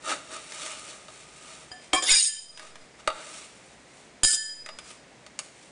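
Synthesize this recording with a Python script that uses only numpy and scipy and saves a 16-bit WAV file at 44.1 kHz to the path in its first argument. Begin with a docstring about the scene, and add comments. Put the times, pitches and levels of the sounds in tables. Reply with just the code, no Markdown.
"""A small kitchen, one microphone close to a plastic cutting board, over steady room tone.
A chef's knife sweeps diced pepper across the board: the edge catches and hisses, knife and pieces knock.
Twice the knife knocks on the rim of a glass bowl and is wiped along it: the glass rings, the edge rasps
and friction sets the blade squealing. Worktop and cupboards send back quick reflections.
The recorder's limiter ducks under the loud strokes and recovers slowly."""
import sys
import numpy as np
from scipy import signal
from scipy.fft import rfft, irfft
from scipy.io import wavfile

SR = 44100
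rng = np.random.default_rng(int(sys.argv[2]) if len(sys.argv) > 2 else 0)


def put_to_file(sound):
    """Save the sound as 16-bit audio at rate SR, in the file named by the first command-line argument."""
    columns = np.atleast_2d(sound).T  # one column per channel
    safe = np.clip(columns, -1, 1)
    whole_steps = np.round(safe * 32767)
    wavfile.write(sys.argv[1], SR, whole_steps.astype(np.int16))


N = 252075
TIME = np.arange(N) / SR

# Levels in the tables are relative, ahead of each layer's gain.
# Spectrum of the room tone: frequency_hz, level_db
ROOM_SPECTRUM = [(15, -44), (25, -8), (32, -20), (60, -2.5), (90, -14), (128, -2.5), (398, -4), (625, -4),
                 (1260, -11.5), (2090, -8.5), (3050, -15.5), (3370, -15.5), (4120, -16.5), (8550, -19.5),
                 (10200, -26.5), (13300, -63.5), (22000, -120)]
# Blade and hand pushing pepper over the board: fastest_s, swell_s, rumble_db, hiss_db
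SWEEPS = [(0.104, 0.023, -25.5, -34), (.2, 0.043, -55.5, -57.5), (0.344, 0.031, -38.5, -45.5),
          (.645, 0.099, -39.5, -41.5), (.91, 0.037, -48, -51.5), (1.14, 0.095, -56, -56.5),
          (1.5, 0.11, -50, -51.5), (1.85, 0.033, -62, -58.5), (2.63, 0.052, -45, -51),
          (2.83, 0.028, -65, -66), (3.0, 0.0078, -45.5, -58), (3.2, 0.046, -44, -64),
          (3.341, 0.095, -48.5, -47), (3.7, 0.058, -70.5, -64.5), (3.99, 0.063, -63, -60),
          (4.892, 0.038, -52, -51), (5.45, 0.018, -60, -57), (5.62, 0.063, -77, -59)]
# Spectra of the rubbed board and of the sliding edge: frequency_hz, level_db
RUMBLE_SPECTRUM = [(88, -72), (150, -24.5), (326, -3), (430, -8), (603, -6), (1090, -8.5), (1220, 1.5),
                   (1660, -4.5), (3000, -12.5), (3900, -66), (6600, -120)]
HISS_SPECTRUM = [(1290, -35.5), (2200, -0.5), (2520, 0), (2790, -1), (3360, -1.5), (4600, -2.5),
                 (5000, -5.5), (5540, 0), (6720, -3), (7400, 1.5), (8520, -2), (9630, 0.5), (10200, -20.5),
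                 (13300, -32), (22000, -120)]
# Modes of the board with the knife on it: pitch_hz, level_db, t60_s
BOARD_MODES = [(288, -22, 0.073), (537, -5, 0.04), (634, -4, 0.077), (878, -6.5, 0.062), (1139, -3, 0.043),
               (1247, 1, 0.04), (1377, -1, 0.043), (2054, -4, 0.0096), (2810, -3.5, 0.026),
               (3710, 2, 0.012), (4610, -6, 0.029)]
# Knocks and cracks on the board, and low thuds under the two loud bowl strikes:
# start_s, thud_db, crack_db, crack_low_cut_hz
KNOCKS = [(0.521, -56, -27.5, 2470), (0.662, -41, -20.5, 5000), (1.083, -24, -44, 200),
          (1.932, -7, -16.5, 200), (2.574, -46, -26.5, 1000), (2.595, -25, -28.5, 400),
          (2.756, -41, -36, 300), (3.075, 0.5, -17, 201), (3.102, -10, -36, 200), (4.234, -20.5, -23, 99),
          (4.661, -24, -27, 300), (4.689, -18, -32.5, 200), (4.787, -27, -26.5, 1485),
          (4.905, -34, -36.5, 200), (5.264, -32, -36.5, 400), (5.390, -22.5, -7.5, 9100),
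          (5.394, -50, -33, 9000)]
# Spectrum of a hard contact: frequency_hz, level_db
CRACK_SPECTRUM = [(100, -24), (400, 0.5), (1200, 5.5), (3000, 6), (6000, -1), (10000, -3)]
# Short blade tones, a low ring at the first clink, then squeals gliding as the free length changes:
# start_s, length_s, start_hz, end_hz, level_db
BLADE_TONES = [(1.711, 0.064, 730, 740, -44.5), (1.71, 0.026, 4900, 4880, -38),
               (1.931, .072, 1021, 1152, -19), (1.928, .072, 2235, 2434, -26),
               (2.058, 0.059, 3602, 3740, -18.5), (2.074, 0.057, 1925, 2587, -23),
               (2.104, 0.118, 3690, 3803, -10.5), (2.112, 0.11, 1510, 1595, -30.5),
               (2.115, 0.11, 4930, 4935, -4), (2.1, 0.17, 6970, 6890, -12),
               (2.135, 0.181, 8700, 8620, -7.5), (2.177, 0.025, 2970, 2810, -14.5),
               (4.282, 0.042, 1364, 1590, -27.5)]
# Blade striking the bowl's rim: start_s, glass_db, rattle_db, brightness_hz
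CLINKS = [(1.716, -31.5, -62, 1800), (1.933, -24, -15.5, 4400), (1.948, -34, -18, 12000),
          (2.024, -50, -26.5, 13700), (2.105, -36, -33.5, 14000), (4.233, -20.5, -21, 5830),
          (4.249, -12.5, -25, 11900), (4.329, -30, -29, 14000)]
# Modes of the glass bowl and of the hand-held steel blade: pitch_hz, level_db, t60_s
BOWL_MODES = [(1755, -32.5, 1), (1751, -9, 0.55), (3113, -8, 0.33), (3165, -8, 0.5), (4830, -17, 0.44),
              (4950, -8, 0.79), (4925, -17, 0.31), (4760, -22.5, 0.14), (7060, -8, 0.34), (7040, -1, 0.41),
              (7100, -6, 0.39), (8080, -9, 0.32), (8550, -1, 0.24), (8590, -11.5, .3), (9340, -1.5, 0.063),
              (9440, 1, 0.18)]
BLADE_MODES = [(318, 1.5, 0.045), (502, -3, 0.13), (618, -6.5, 0.064), (741, -6.5, 0.18), (1250, -7, 0.047),
               (1550, -11.5, 0.5), (1970, -41, .08), (3200, 3, 0.18), (3420, -10, 0.052),
               (4670, -20, 0.062), (7100, -0.5, 0.098), (7450, 3, 0.043), (8150, 6, 0.091),
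               (8560, -0.5, 0.066), (9190, -11, .08), (9290, -5, 0.11)]
# Blade wiped along the rim: start_s, swell_s, length_s, landing_db, full_db, cut_from_hz, cut_to_hz
WIPES = [(1.932, 0.028, 0.053, -35, -36, 300, 310), (2.022, 0.11, .252, -32, -8.5, 400, 6200),
         (4.234, 0.014, .112, -11.5, -10, 6650, 5900)]
# Spectrum of steel rasping on glass: frequency_hz, level_db
RASP_SPECTRUM = [(150, -24), (300, 6), (1200, -7.5), (2500, -7), (3500, -6), (4200, -6), (4950, 3),
                 (6000, -9.5), (6900, -0.5), (7900, -5.5), (8700, -0.5), (9900, -6.5), (11000, -1.5)]


def from_db(db):
    """Decibels to gain."""
    return np.exp(np.log(10) / 20 * np.asarray(db))


def rms_one(x):
    """Scale to an rms of 1."""
    return x / np.sqrt(np.mean(x ** 2) + 1e-20)


def dull(x, hz):
    """One-pole low-pass."""
    pole = np.exp(-2 * np.pi * hz / SR)
    return signal.lfilter([1 - pole], [1, -pole], x + 1e-18)


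def drift(hz, step=32):
    """Slow random wander with a spread of 1, drawn once every few samples."""
    noise = rng.standard_normal(2 * N // step)
    coarse = dull(dull(noise, hz * step), hz * step)[N // step - 2:]
    return np.interp(np.arange(N) / step, np.arange(len(coarse)), rms_one(coarse))


def colour(x, spectrum, size=2048):
    """Minimum-phase filter with the given spectrum and unit energy."""
    hz, db = np.transpose(spectrum)
    bins_hz = np.fft.rfftfreq(size, 1 / SR)
    log_gain = np.log(from_db(np.interp(np.log(bins_hz + 1), np.log(hz), db)))
    causal_cepstrum = irfft(log_gain) * np.r_[1, np.full(size // 2 - 1, 2), np.zeros(size // 2)]
    response = irfft(np.exp(rfft(causal_cepstrum)))
    return signal.oaconvolve(x, response / np.linalg.norm(response))[:N]


def ring(force, modes):
    """A force sets each mode ringing at its own level; signs alternate."""
    out = np.zeros(N)
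    for k, (hz, db, t60_s) in enumerate(modes):
        radius, angle = from_db(-60 / (t60_s * SR)), 2 * np.pi * hz / SR
        feedback = [1, -2 * radius * np.cos(angle), radius ** 2]
        out += (-1) ** k * from_db(db) * signal.lfilter([0, np.sin(angle)], feedback, force + 1e-18)
    return out


def slips(per_s, spread_db):
    """Stick-slip friction: random clicks of uneven size, rms 1."""
    sizes = from_db(spread_db * np.minimum(rng.exponential(1, N), 3)) * rng.choice([-1, 1], N)
    return rms_one(sizes * (rng.random(N) < per_s / SR))


def clicks(times_s, db):
    """One click of the given level at each time."""
    out = np.zeros(N)
    out[np.round(np.asarray(times_s) * SR).astype(int)] = from_db(db)
    return out


def fading(blows, decay_s):
    """Each blow dies away exponentially."""
    return signal.lfilter([1], [1, -np.exp(-1 / (decay_s * SR))], blows + 1e-18)


def room_tone(level_db=-53):
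    """A steady low rumble and soft hiss behind the work."""
    return from_db(level_db) * rms_one(colour(rng.standard_normal(N), ROOM_SPECTRUM, size=8192))


def board_sweeps(flicker_db=0.77, flicker_hz=18.4):
    """The edge catches on scored plastic: the board rumbles, steel and wet pepper hiss with speed."""
    rumble = rms_one(colour(slips(per_s=3500, spread_db=3.5), RUMBLE_SPECTRUM))
    ringing = rms_one(ring(slips(per_s=2500, spread_db=5.5), BOARD_MODES))
    body = from_db(-8.5) * rumble + from_db(-6.5) * ringing
    hiss = from_db(1.8) * rms_one(colour(slips(per_s=3000, spread_db=3.5), HISS_SPECTRUM))
    flicker = from_db(flicker_db * drift(flicker_hz))   # a slight random flicker in the sweeps' level
    out = np.zeros(N)
    for fastest_s, swell_s, rumble_db, hiss_db in SWEEPS:
        hand_speed = 1 / np.cosh(np.clip((TIME - fastest_s) / swell_s, -20, 20))
        out += hand_speed * (from_db(rumble_db) * body + from_db(hiss_db) * hiss)
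    return flicker * out


def knocks(crack_decay_s=0.003):
    """Damped thuds topped by short cracks, on the board and under the two loud bowl strikes."""
    times_s, thud_db = np.transpose(KNOCKS)[:2]
    thuds = from_db(-18) * ring(dull(clicks(times_s, thud_db), hz=6000), BOARD_MODES)
    grit, cracks = rng.standard_normal(N), np.zeros(N)
    for start_s, _, crack_db, low_cut_hz in KNOCKS:
        burst = fading(clicks([start_s], [crack_db]), crack_decay_s) * grit
        cracks += burst - dull(burst, low_cut_hz)   # small crisp pieces crack higher
    return thuds + colour(cracks, CRACK_SPECTRUM)


def blade_tones(rise_s=0.0072, flutter_hz=70, rough_above_hz=2900):
    """The blade's bending modes: a low ring at the first clink, then gliding friction squeals."""
    out = np.zeros(N)
    flutter = (drift(flutter_hz) + 1j * drift(flutter_hz)) / np.sqrt(2)
    for start_s, length_s, start_hz, end_hz, db in BLADE_TONES:
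        t = np.arange(int(length_s * SR)) / SR
        phase = 2 * np.pi * np.cumsum(np.linspace(start_hz, end_hz, len(t))) / SR
        swell = (1 - np.exp(-t / rise_s)) * np.cos(np.pi / 2 * t / length_s)
        roughness = start_hz ** 2 / np.hypot(start_hz ** 2, rough_above_hz ** 2)   # highs flutter more
        pick, at = rng.integers(N // 2), int(start_s * SR)
        unsteady = np.sqrt(1 - roughness ** 2) + roughness * flutter[pick:pick + len(t)]
        out[at:at + len(t)] += from_db(db) * swell * np.real(unsteady * np.exp(1j * phase))
    return out


def glass_bowl(force, waver_db=8.0, waver_hz=22):
    """Each rim mode rings, its level wavering as blade and hand move over the bowl."""
    return sum(ring(force, [mode]) * from_db(waver_db * np.tanh(drift(waver_hz))) for mode in BOWL_MODES)


def bowl_clinks(bounce_decay_s=0.0037):
    """Steel on glass: a hard tick, the blade rattles briefly, and the rim modes ring on."""
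    force, bounce = np.zeros(N), np.zeros(N)
    for start_s, glass_db, rattle_db, brightness_hz in CLINKS:
        force += dull(dull(clicks([start_s], [glass_db]), brightness_hz), brightness_hz)
        tiny_contacts = fading(clicks([start_s], [rattle_db]), bounce_decay_s) * rng.standard_normal(N)
        bounce += dull(tiny_contacts, brightness_hz)
    tick = from_db(-3.5) * colour(bounce, CRACK_SPECTRUM)
    rattle = from_db(-25.5) * ring(bounce, BLADE_MODES)
    return glass_bowl(force) + rattle + tick


def wipe_pressure(start_s, swell_s, length_s, landing_db, full_db, ease_db_per_s=33.5, lift_db_per_s=482):
    """The edge lands, presses harder, eases off and lifts."""
    t = TIME - start_s
    bite = np.clip(t / swell_s, 0, 1) ** 2.36   # slides lightly at first, then bites
    pressed_db = landing_db + (full_db - landing_db) * bite
    eased_db = ease_db_per_s * np.maximum(t - swell_s, 0)
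    lifted_db = lift_db_per_s * np.clip(t - length_s, 0, .5)
    return (t > 0) * from_db(pressed_db - eased_db - lifted_db)


def rim_squeaks(spans, per_s=700, length_s=.028, glide=.04):
    """Moments of regular stick-slip: brief tones at random pitches, most rising; rms 1 while they last."""
    out, t = np.zeros(N), np.arange(int(length_s * SR)) / SR
    window = np.sin(np.pi * t / length_s)
    for start_s, end_s in spans:
        span_s = end_s - start_s + length_s
        for when, pitch, bend, size in rng.random((int(per_s * span_s), 4)):
            hz = (1200 + 9000 * pitch) * (1 + glide * (2 * bend - .5) * t / length_s)
            at = int((start_s - length_s + when * span_s) * SR)
            out[at:at + len(t)] += from_db(10 * size) * window * np.sin(2 * np.pi * np.cumsum(hz) / SR)
    return out / np.std(out[out != 0])


def rim_wipes(fine_above_hz=4200):
    """The edge chatters and squeaks along the rim, thins toward the tip and keeps the glass singing."""
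    spans = [(start_s, start_s + length_s) for start_s, _, length_s, *_ in WIPES]
    chatter = slips(per_s=2500, spread_db=2.5) * from_db(2.2 * drift(hz=110))
    pressure = sum(wipe_pressure(*wipe[:5]) for wipe in WIPES)
    rasp = colour((chatter + rim_squeaks(spans)) * pressure, RASP_SPECTRUM)
    # the shorter the free blade, the less of the low range it radiates
    hz, frame_s, frames = signal.stft(rasp, SR, nperseg=256)
    log_cuts = np.log([wipe[5:] for wipe in WIPES]).ravel()
    low_cut_hz = np.exp(np.interp(frame_s, np.ravel(spans), log_cuts))
    thinning = hz[:, None] ** 2 / np.hypot(hz[:, None] ** 2, low_cut_hz ** 2)
    thinned_rasp = signal.istft(frames * thinning, SR)[1][:N]
    # such fine contacts reach only the high modes of the glass
    high_pass = signal.butter(2, fine_above_hz, "high", fs=SR, output="sos")
    fine_contacts = signal.sosfilt(high_pass, pressure * chatter + 1e-18)
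    return thinned_rasp + from_db(-42) * glass_bowl(fine_contacts)


def kitchen(direct, early_db=-7, early_t60_s=0.067, late_db=-13, late_t60_s=0.53, wall_hz=8000):
    """Direct sound reaches the microphone first, then worktop and cupboard reflections and a soft tail."""
    t = np.arange(SR * 3 // 4) / SR
    out = direct
    for db, t60_s in ((early_db, early_t60_s), (late_db, late_t60_s)):
        decay = from_db(-60 * t / t60_s) * (t > .002)
        echoes = dull(rng.standard_normal(len(t)), wall_hz) * decay
        out = out + from_db(db) * signal.oaconvolve(direct, echoes / np.linalg.norm(echoes))[:N]
    return out


def scene():
    """Board, blade and bowl close to the microphone, in mono, over the room tone."""
    background = room_tone()
    knife_work = board_sweeps() + knocks() + bowl_clinks() + rim_wipes() + blade_tones()
    return (kitchen(knife_work) + background)[None]


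def limiter_gain(x, ceiling_db=-15.5, release_db_per_s=22, sense_hz=250, attack_hz=130):
    """The gain drops quickly when the short-time level passes the ceiling, and creeps back."""
    level_db = 10 * np.log10(dull(x ** 2, sense_hz) + 1e-12)
    over_db = np.maximum(level_db - ceiling_db, 0)
    release_db = release_db_per_s * TIME
    held_db = np.maximum.accumulate(over_db + release_db) - release_db
    return from_db(-dull(held_db, attack_hz))


def record(dry, cutoff_hz=10200, offset=0.11, coupling_hz=14, clip_at=.48):
    """The recorder cuts the top, limits and clips; the limiter moves the input's offset, which thumps."""
    top_cut = signal.ellip(10, .3, 70, cutoff_hz, fs=SR, output="sos")
    microphone = signal.sosfilt(top_cut, dry[0])
    gain = limiter_gain(microphone)
    limited = gain * microphone + offset * (gain - 1)
    coupled = limited - dull(limited, coupling_hz)
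    return signal.sosfilt(top_cut, np.clip(coupled, -clip_at, clip_at))[None]


dry = scene()
out = record(dry)
put_to_file(out)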